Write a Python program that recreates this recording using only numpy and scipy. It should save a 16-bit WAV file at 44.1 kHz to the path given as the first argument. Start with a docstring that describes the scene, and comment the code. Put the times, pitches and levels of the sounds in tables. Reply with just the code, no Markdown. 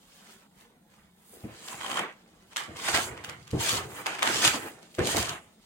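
"""A faint low hum and hiss with a light rustle of gloves and sleeves, then heavy boots at work on a gritty
board floor in a small wooden shed, near a camera. Heels thump the boards (noise knocks through floor modes),
soles drag over grit (granular friction noise) and twist (stick-slip), stones tick and then crack (paired
noise bursts), nylon and trouser legs swish (treble friction under stroke envelopes). A diffuse tail of
filtered noise answers the heels and the stones."""
import sys
import numpy as np
from scipy import signal
from scipy.fft import rfft, irfft, next_fast_len
from scipy.io import wavfile
from scipy.ndimage import uniform_filter1d, map_coordinates

SR = 44100
rng = np.random.default_rng(int(sys.argv[2]) if len(sys.argv) > 2 else 0)


def volts(x):
    """Linear amplitude factor 10**(x/20) for a level x in dB, scalar or array-like."""
    e = np.asarray(x, float) / 20
    return 10 ** e


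def generate_wav(sig):
    """Save sig (samples, or channels by samples) to the path in sys.argv[1] as 16-bit PCM at SR."""
    pcm = np.round(np.clip(np.atleast_2d(sig).T, -1, 1) * 32767).astype(np.int16)
    wavfile.write(sys.argv[1], SR, pcm)


N = 249473  # length in samples

# resonances of the floor boards: f/Hz, width/Hz, level/dB
BOARD_MODES = [(205, 64, -5.5), (305, 70, 1.5), (349.3, 87, 1.5), (474.6, 88, -1.5), (687, 167, -7)]
# deep resonances of the joists: f/Hz, width/Hz, level/dB
JOIST_MODES = [(86, 50, 2), (152.5, 51, -1.5)]
# spectrum of a sole scraping: f/Hz, relative level/dB
SCRAPE_SPECTRUM = [(200, -46), (400, -12), (800, 0), (1250, -1), (2000, -0.5), (3000, -6.5), (4500, -20.5),
                   (8000, -30.5), (16000, -46)]
# spectrum of fizzing grit: f/Hz, relative level/dB
GRIT_SPECTRUM = [(500, -58), (1500, -10.5), (3000, 3), (4500, 0.5), (6000, -0.5), (8000, -7),
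                 (10000, -12.5), (13000, -15.5), (16000, -24)]
# spectrum of nylon rubbing nylon: f/Hz, relative level/dB
NYLON_SPECTRUM = [(2000, -36), (5000, -16), (8000, -10), (10500, -7.5), (12500, -3), (13500, -13),
                  (15000, -6.5), (16000, -4)]


def unit(x):
    """Normalisation to unit rms, so that a later gain sets the level."""
    return x / np.sqrt(np.mean(x ** 2) + 1e-20)


def along(points, hz):
    """Interpolation of (f, value) points on a logarithmic frequency axis."""
    f, v = np.transpose(points)
    return np.interp(np.log(hz + 1), np.log(f + 1), v)


def wobble(rate):
    """Slow random modulation: a smooth curve through rate random knots a second."""
    knots = rng.standard_normal(int(N * rate / SR) + 4)
    return map_coordinates(knots, [np.arange(N) * rate / SR])


def filtered(x, response):
    """Linear filtering: the spectrum of x times a complex response of frequency."""
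    m = next_fast_len(x.shape[-1] + 8192)
    return irfft(rfft(x, m) * response(np.fft.rfftfreq(m, 1 / SR)), m)[..., :x.shape[-1]]


def modes(table):
    """Modal superposition: causal second-order resonances with alternating signs."""
    def response(f):
        total = 0
        for k, (centre, width, db) in enumerate(table):
            resonance = 1j * f * width / (centre * centre - f * f + 1j * f * width)
            total = total + (-1) ** k * volts(db) * resonance
        return total
    return response


def paired(two):
    """Interaural coherence: unrelated signals mixed so that mostly the bass is shared; the left leads."""
    # left-right coherence: f/Hz, correlation
    alike = [(60, .98), (180, .96), (400, .75), (800, .4), (2000, .3), (6000, .25), (15000, .25)]
    lead_s = .00012  # the left microphone hears first

    def turn(hz):
        return np.arccos(along(alike, hz)) / 2

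    mid, side = filtered(two, lambda hz: np.array([np.cos(turn(hz)), np.sin(turn(hz))]))
    late = np.array([[0], [1]]) * lead_s
    return filtered(np.array([mid + side, mid - side]), lambda hz: np.exp(-2j * np.pi * hz * late))


def patches(two, size, depth_db):
    """Time-frequency modulation by a smoothed random field of gains."""
    z = signal.stft(two, nperseg=size)[2]
    field = uniform_filter1d(rng.standard_normal(z.shape[1:]), size=3, axis=0)
    field = uniform_filter1d(field, size=5, axis=1)
    return signal.istft(z * volts(depth_db * unit(field)), nperseg=size)[1][:, :N]


def friction(response, grains_hz, share, patchy_db, tonal_db, flutter_db, grain_s=0.00083):
    """Granular friction: rattling grains of uneven size in a bed of patchy noise, at rms 1."""
    grains = (rng.random(N) < grains_hz / SR) * rng.random(N)
    burst = signal.lfilter([1], [1, -np.exp(-1 / (grain_s * SR))], grains)
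    power = 1 - share + share * unit(burst) ** 2
    two = rng.standard_normal((2, N)) * np.sqrt(power)
    two = patches(two, size=256, depth_db=patchy_db)
    two = patches(two, size=2048, depth_db=tonal_db)  # long windows give brief narrow rings
    return unit(paired(filtered(two, response)) * volts(flutter_db * wobble(35)))


def strokes(s, db, rise, hold, fall):
    """Exponential envelopes summed in power; each slope spans 20 dB in its time plus 2 ms."""
    t = np.arange(N) / SR
    power = 0
    for at, level, r, h, f in zip(*np.broadcast_arrays(s, db, rise + .002, hold, np.abs(fall) + .002)):
        slope = np.maximum((at - t) / r, (t - at - h) / f)
        power = power + volts(level - 20 * np.maximum(0, slope)) ** 2
    return np.sqrt(power)


def shed(x, length):
    """Diffuse reverberation: convolution with fresh noise whose decay rate depends on frequency."""
    # reverberation of the shed: f/Hz, t60/s
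    t60 = [(100, 0.12), (500, 0.4), (2000, 0.45), (5000, 0.16), (12000, 0.23)]
    hz, t, z = signal.stft(rng.standard_normal((2, length)), SR, nperseg=128)
    decay = volts(-60 * t / along(t60, hz)[:, None])
    tail = signal.istft(z * decay, SR, nperseg=128)[1][:, :length]
    tail = paired(np.pad(tail, ((0, 0), (80, 0))))  # 80 samples before the first reflection
    return signal.fftconvolve(x, tail / np.linalg.norm(tail[0]), axes=1)


def still():
    """Stationary background noise: hiss of the quiet shed and a narrow-band hum."""
    # spectrum of the quiet shed: f/Hz, relative level/dB
    quiet = [(15, -48), (25, 8.5), (117, -10), (212, -4.5), (439, -13.5), (863, -14), (1330, -40),
             (2350, -53), (3520, -21), (5570, -32.5), (9070, -33), (10100, -33), (16000, -30)]
    # low hum: f/Hz, width/Hz, level/dB
    hum_band = (191, 52, -66)
    hiss = friction(lambda hz: volts(along(quiet, hz)), grains_hz=30, share=.03,
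                    patchy_db=1.5, tonal_db=4.0, flutter_db=0.5)
    centre, width, hum_db = hum_band
    band = lambda hz: np.exp(-((hz - centre) / width) ** 2)
    hum = paired(filtered(rng.standard_normal((2, N)), band))
    return volts(-62) * hiss + volts(hum_db) * unit(hum)


def cloth():
    """Fibre friction: nylon swishes and trouser legs brush, as treble noise under stroke envelopes."""
    # nylon swishes: t/s at full level, level/dB, rise/s, hold/s, fall/s
    swishes = [(0.323, -60, 0.73, .01, 0.15), (0.61, -62, 0.13, .01, .08), (0.92, -72, .08, .1, .08),
               (1.316, -52.5, 0.16, 0.047, .2), (1.73, -53, 0.25, .01, .08), (1.82, -58, .06, 0.21, .04),
               (2.49, -69, 0.24, .01, .07), (2.78, -57, 0.024, .15, .05),
               (2.948, -43.5, 0.046, 0.081, 0.08), (3.244, -53, 0.014, .01, .09),
               (3.608, -39, .02, 0.15, .08), (3.996, -47.5, .3, .01, .05), (4.243, -50, 0.052, .01, .2),
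               (4.318, -47.5, .08, 0.37, .05), (4.966, -57, .1, .01, .05), (5.07, -49, .03, .1, .05),
               (5.194, -37, .1, 0.0086, 0.031)]
    # trouser legs brush each other: t/s at full level, level/dB, rise/s, hold/s, fall/s
    brushes = [(1.682, -50.5, 0.12, 0.084, .12), (1.86, -52, 0.11, 0.13, 0.055), (2.866, -44, .1, 0.18, .1),
               (3.615, -45.5, .03, .15, 0.09), (3.95, -55.5, 0.12, .05, 0.089),
               (4.304, -51.5, 0.054, 0.32, 0.17), (5.066, -42, 0.031, 0.13, 0.18)]
    # spectrum of trouser cloth: f/Hz, relative level/dB
    trousers = [(3000, -40), (5500, -5), (7000, 0), (8300, -1.5), (10000, -6), (13000, -9), (16000, -18)]
    nylon = friction(lambda hz: volts(along(NYLON_SPECTRUM, hz)), grains_hz=300, share=.15,
                     patchy_db=1.5, tonal_db=.8, flutter_db=1.2)
    legs = friction(lambda hz: volts(along(trousers, hz)), grains_hz=250, share=.2,
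                    patchy_db=1.0, tonal_db=3.0, flutter_db=2.0)
    return strokes(*np.transpose(swishes)) * nylon + strokes(*np.transpose(brushes)) * legs


def twist():
    """Stick-slip: the twisting sole slips at an uneven rate and every slip rings the rubber."""
    # rubber sole twisting on the spot: t/s, level/dB
    twist_curve = [(1.6, -75), (1.694, -63), (1.79, -59), (1.814, -44), (1.85, -39.5), (1.94, -41.5),
                   (2.0, -30), (2.03, -59)]
    # ring of each slip: f/Hz, width/Hz, level/dB
    sole_modes = [(1080, 170, 2), (3140, 180, 2), (7900, 2500, -20)]
    slips_per_s = 63 * np.exp(0.23 * wobble(40))
    count = np.cumsum(slips_per_s) / SR
    slips = np.diff(np.floor(count), prepend=0) * volts(1.3 * rng.standard_normal(N))
    rub = rng.standard_normal((2, N)) * signal.lfilter([1], [1, -.992], slips)
    s, db = np.transpose(twist_curve)
    level = volts(np.interp(np.arange(N) / SR, s, db, left=-120, right=-120))
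    return unit(paired(filtered(rub, modes(sole_modes)))) * level


def drag_levels():
    """Amplitude envelopes interpolated in dB: gains of the dull scrape and of the fine grit."""
    # gloves and sleeves rustle first, in the same two colours: t/s, dull level/dB, fine level/dB
    rustle = [(0.0, -73, -65.5), (0.118, -64, -61.5), (0.31, -59.5, -55.5), (0.464, -66, -70),
              (0.496, -80, -81), (0.61, -60, -58.5), (0.69, -68.5, -72), (0.862, -77, -94),
              (0.916, -65.5, -68), (1.05, -66.5, -73), (1.126, -73, -85), (1.24, -70.5, -69.5),
              (1.415, -61.5, -60)]
    # soles scrape and fizz over grit, rising and falling through the steps: t/s, scrape level/dB, fizz level/dB
    drags = [
        [(1.46, -54, -65), (1.59, -57, -54), (1.742, -43, -50.5), (1.77, -50, -54), (1.898, -36.5, -45.5),
         (1.966, -38, -42), (1.998, -28, -46), (2.044, -35.5, -75), (2.112, -49.5, -70), (2.15, -65.5, -69.5)],
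        [(2.5, -71, -67.5), (2.524, -54, -56), (2.552, -67, -63), (2.58, -42, -40.5), (2.644, -45, -49.5),
         (2.682, -54.5, -57), (2.744, -53, -62.5)],
        [(2.766, -48, -50.5), (2.894, -31, -31), (2.924, -39, -40), (2.948, -26, -27.5), (3.034, -40, -36),
         (3.106, -48, -61), (3.228, -52.5, -61), (3.328, -47, -62), (3.406, -80, -62), (3.492, -59, -60)],
        [(3.576, -56, -52.5), (3.608, -37.5, -32), (3.702, -34.5, -28.5), (3.734, -38, -32.5),
         (3.776, -35.5, -33), (3.838, -43, -52.5), (3.88, -53.5, -55.5), (3.996, -43.5, -53.5),
         (4.05, -50, -57.5)],
        [(4.078, -36.5, -42), (4.17, -44.5, -49), (4.194, -41, -50), (4.214, -39.5, -46)],
        [(4.242, -32, -41), (4.28, -34, -31.5), (4.412, -37, -30), (4.444, -27.5, -21), (4.482, -28.5, -23),
         (4.52, -50, -34), (4.546, -35, -34), (4.598, -44.5, -46.5), (4.676, -43.5, -56.5), (4.736, -59, -63)],
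        [(4.96, -68, -61), (5.0, -34, -55.5), (5.064, -42, -34.5), (5.116, -36, -29.5), (5.152, -36.5, -39.5),
         (5.18, -31, -29), (5.262, -39, -38.5), (5.326, -37, -51), (5.43, -61.5, -71), (5.584, -71.5, -71.5),
         (5.638, -68, -64.5)],
    ]
    s, scrape_db, grit_db = np.transpose(np.concatenate([rustle, *drags]))
    t = np.arange(N) / SR
    return volts(np.interp(t, s, scrape_db)), volts(np.interp(t, s, grit_db))


def dragging(drag, grit):
    """Granular friction of soles on grit: a middle-band scrape and a finer, brighter fizz."""
    scrape = friction(lambda hz: volts(along(SCRAPE_SPECTRUM, hz)), grains_hz=174.5, share=0.14,
                      patchy_db=1.5, tonal_db=3.0, flutter_db=1.0)
    fizz = friction(lambda hz: volts(along(GRIT_SPECTRUM, hz)), grains_hz=421, share=0.25,
                    patchy_db=1.36, tonal_db=2.5, flutter_db=1.5, grain_s=.0006)
    return drag * scrape + grit * fizz


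def shaken_floor(drag):
    """Forced vibration: drag and shifting weight drive the board and joist modes with noise."""
    # weight comes onto the floor: t/s, board rumble level/dB, joist boom level/dB, fall/s (sign ignored)
    loads = [(1.33, -57, -80, 2), (1.445, -51, -45, 0.18), (1.742, -65, -58, 0.4), (2.33, -63, -68, .1),
             (2.685, -48, -42, 0.13), (2.894, -60, -44.5, -1.24), (2.948, -42, -64, 0.5),
             (3.533, -34.5, -29, 0.17), (3.632, -44, -55, 1.1), (3.72, -53, -34, 0.19),
             (4.275, -39, -43.5, 0.42), (4.32, -43, -55, 0.46), (4.46, -40, -34.5, .09),
             (4.546, -41.5, -48, 0.23), (4.992, -30, -29.5, 0.19), (5.064, -37, -43, 0.24),
             (5.149, -29.5, -26, 0.1462), (5.262, -54, -53, 0.2)]
    rise_s = 0.0083  # before the 2 ms that strokes adds
    rumble = friction(modes(BOARD_MODES), grains_hz=60, share=.12,
                      patchy_db=.8, tonal_db=1.5, flutter_db=1.2)
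    boom = friction(modes(JOIST_MODES), grains_hz=25, share=0.3,
                    patchy_db=1.5, tonal_db=1.5, flutter_db=1.2)
    at, board_db, joist_db, fall = np.transpose(loads)
    # the drag shakes the floor at a fixed level under the scrape
    boards = np.hypot(volts(-8) * drag, strokes(at, board_db, rise_s, 0, fall))
    joists = np.hypot(volts(-23) * drag, strokes(at, joist_db, rise_s, 0, fall))
    return boards * rumble + joists * boom


def cracks():
    """Brittle fracture: a stone ticks under the sole, splits louder and brighter, and the shed rings on."""
    # stones cracking: t/s, level/dB, body level/dB, left-right level/dB
    stones = [(1.678, -30, -6.5, 3), (1.805, -39, 6, -3), (1.8567, -32.5, -25, 7), (1.9083, -31, 0.5, 9),
              (1.964, -30, 3.5, 5), (1.9851, -31.5, 5, 6), (2.5252, -45.5, -1, 6),
              (2.5613, -18.5, -7.5, 1.5), (2.762, -32.5, -26, 3), (2.8791, -23, 3, -1),
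              (2.943, -22.5, -4, -9), (2.9675, -22, -2.5, -7), (3.1697, -47.5, 10.5, -3),
              (3.2391, -30, -3, 1), (3.2893, -31, -3.5, 1), (3.471, -40.5, -7, -2),
              (3.5059, -32.5, -34, 0.5), (3.6866, -16.5, -13, 8), (4.0596, -22.5, 3, 1),
              (4.1442, -34, 0, 7), (4.1852, -31.5, 2.5, 4), (4.2224, -17, 1.5, 4), (4.268, -19.5, 0, 1),
              (4.4428, -11.5, -5.5, 2), (4.4704, -10.5, -12, 0), (4.8222, -43, -21, 2),
              (4.943, -37, -18, -3), (4.9848, -31.5, 4, 2), (5.0653, -16.5, -38, 1),
              (5.1616, -14.5, -36, 0), (5.221, -26, -32, -19.5), (5.25, -30.5, -19.5, 10),
              (5.2866, -20.5, -39, -1)]
    # the split after the first tick: delay/s, level/dB over the tick before its treble is dulled
    split_after = (0.0071, 5.4)
    delay_s, split_db = split_after
    out, t = np.zeros((2, N + SR)), np.arange(SR // 40) / SR
    give = t / .0009 * np.exp(1 - t / .0009)
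    burst = np.exp(-.5 * ((t - delay_s - .0005) / .0013) ** 2)
    dull = lambda hz: 1 / (1 + 1j * hz / 10000) ** 2  # two-pole low-pass on the tick
    for s, db, body_db, pan_db in stones:
        noise = rng.standard_normal((3, 2, len(t))) * np.array([give, burst, give])[:, None]
        tick, split, spread = (unit(paired(v)) for v in noise)

        def colour(hz):
            grit = volts(along(GRIT_SPECTRUM, hz) - 18.0)
            hiss = volts(along(NYLON_SPECTRUM, hz) - 33.5)  # extra top treble
            body = volts(along(SCRAPE_SPECTRUM, hz) + body_db - 9)
            return grit + hiss + body

        pan = np.array([[pan_db], [-pan_db]]) / 2
        snap = filtered(filtered(tick, dull) + volts(split_db) * split, colour) * volts(db + pan)
        wet = volts(5.0) * shed(volts(db) * filtered(spread, colour), length=SR // 3)
        start = round(s * SR)
        out[:, start:start + len(t)] += snap
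        out[:, start:start + wet.shape[1]] += wet
    return out[:, :N]


def heels():
    """Impact excitation: a push of weight rings the joists, the tread rolling down knocks the boards."""
    # heel landings: t/s, knock peak level/dB, roll-down time/s, knock softness/ms, weight level/dB over knocks
    landings = [(1.435, -31, 0.032, 0.67, 1), (2.671, -40.5, 0.053, 0.82, -24),
                (2.934, -41, 0.034, 0.19, 10), (3.526, -21.5, 0.04, 0.4, 0), (3.723, -25, 0.034, 0.17, -15),
                (4.262, -30.5, 0.056, 0.28, -12), (4.531, -28, 0.04, 0.22, -28),
                (4.981, -16.5, 0.053, 0.23, -10), (5.151, -25, 0.047, 0.27, -20)]
    out, t = np.zeros((2, N + SR)), np.arange(SR // 4) / SR
    push = -filtered(t / .0015 * np.exp(-t / 0.0017), modes(JOIST_MODES))
    push = push / np.abs(push).max()
    for s, db, roll, soft_ms, weight_db in landings:
        force = (1 - np.exp(-t / 0.00067)) * np.exp(-(t / roll) ** 2)
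        knocks = paired(rng.standard_normal((2, len(t)))) * force
        soft = lambda f: (1 + 2j * np.pi * f * soft_ms / 1000) ** -3  # rubber spreads each knock in time
        knocks = filtered(knocks, lambda f: modes(BOARD_MODES)(f) * soft(f))
        thump = volts(db) * (knocks / np.abs(knocks).max() + volts(weight_db) * push)
        wet = volts(-5.5) * shed(thump, length=SR // 3)
        start = round(s * SR)
        out[:, start:start + len(t)] += thump
        out[:, start:start + wet.shape[1]] += wet
    return out[:, :N]


def scene():
    """Linear superposition of all sources at the camera."""
    drag, grit = drag_levels()
    floor = dragging(drag, grit) + shaken_floor(drag)
    return still() + cloth() + twist() + floor + cracks() + heels()


def low_pass(x):
    """Removes everything above the highest recorded frequency."""
    return signal.sosfilt(signal.butter(12, 16640, fs=SR, output="sos"), x)


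def record(dry):
    """Linear colouring: the camera body shapes both microphones, each a little differently, and cuts deep bass."""
    # colour of the camera body: f/Hz, width/Hz, level/dB
    casing = [(1155, 380, 2.5), (3130, 100, 1.5), (5630, 470, -2.5), (5680, 67, -2), (8590, 2300, 4.5)]
    # balance of the microphones: f/Hz, left-right level/dB
    lean = [(60, -3.5), (130, 2), (290, -1), (640, 1.5), (1410, -6), (3100, 0.5), (6820, -1.0),
            (15000, -1.5)]
    low_cut_hz, top_hz = 52, 15950

    def response(hz):
        body_db = sum(db * np.exp(-((hz - c) / w) ** 2) for c, w, db in casing)
        lean_db = along(lean, hz) * np.array([[.5], [-.5]])
        cut = (1j * hz / (low_cut_hz + 1j * hz)) ** 3 * (hz < top_hz)
        return volts(body_db + lean_db) * cut

    return low_pass(filtered(dry, response))


dry = scene()
out = record(dry)
generate_wav(out)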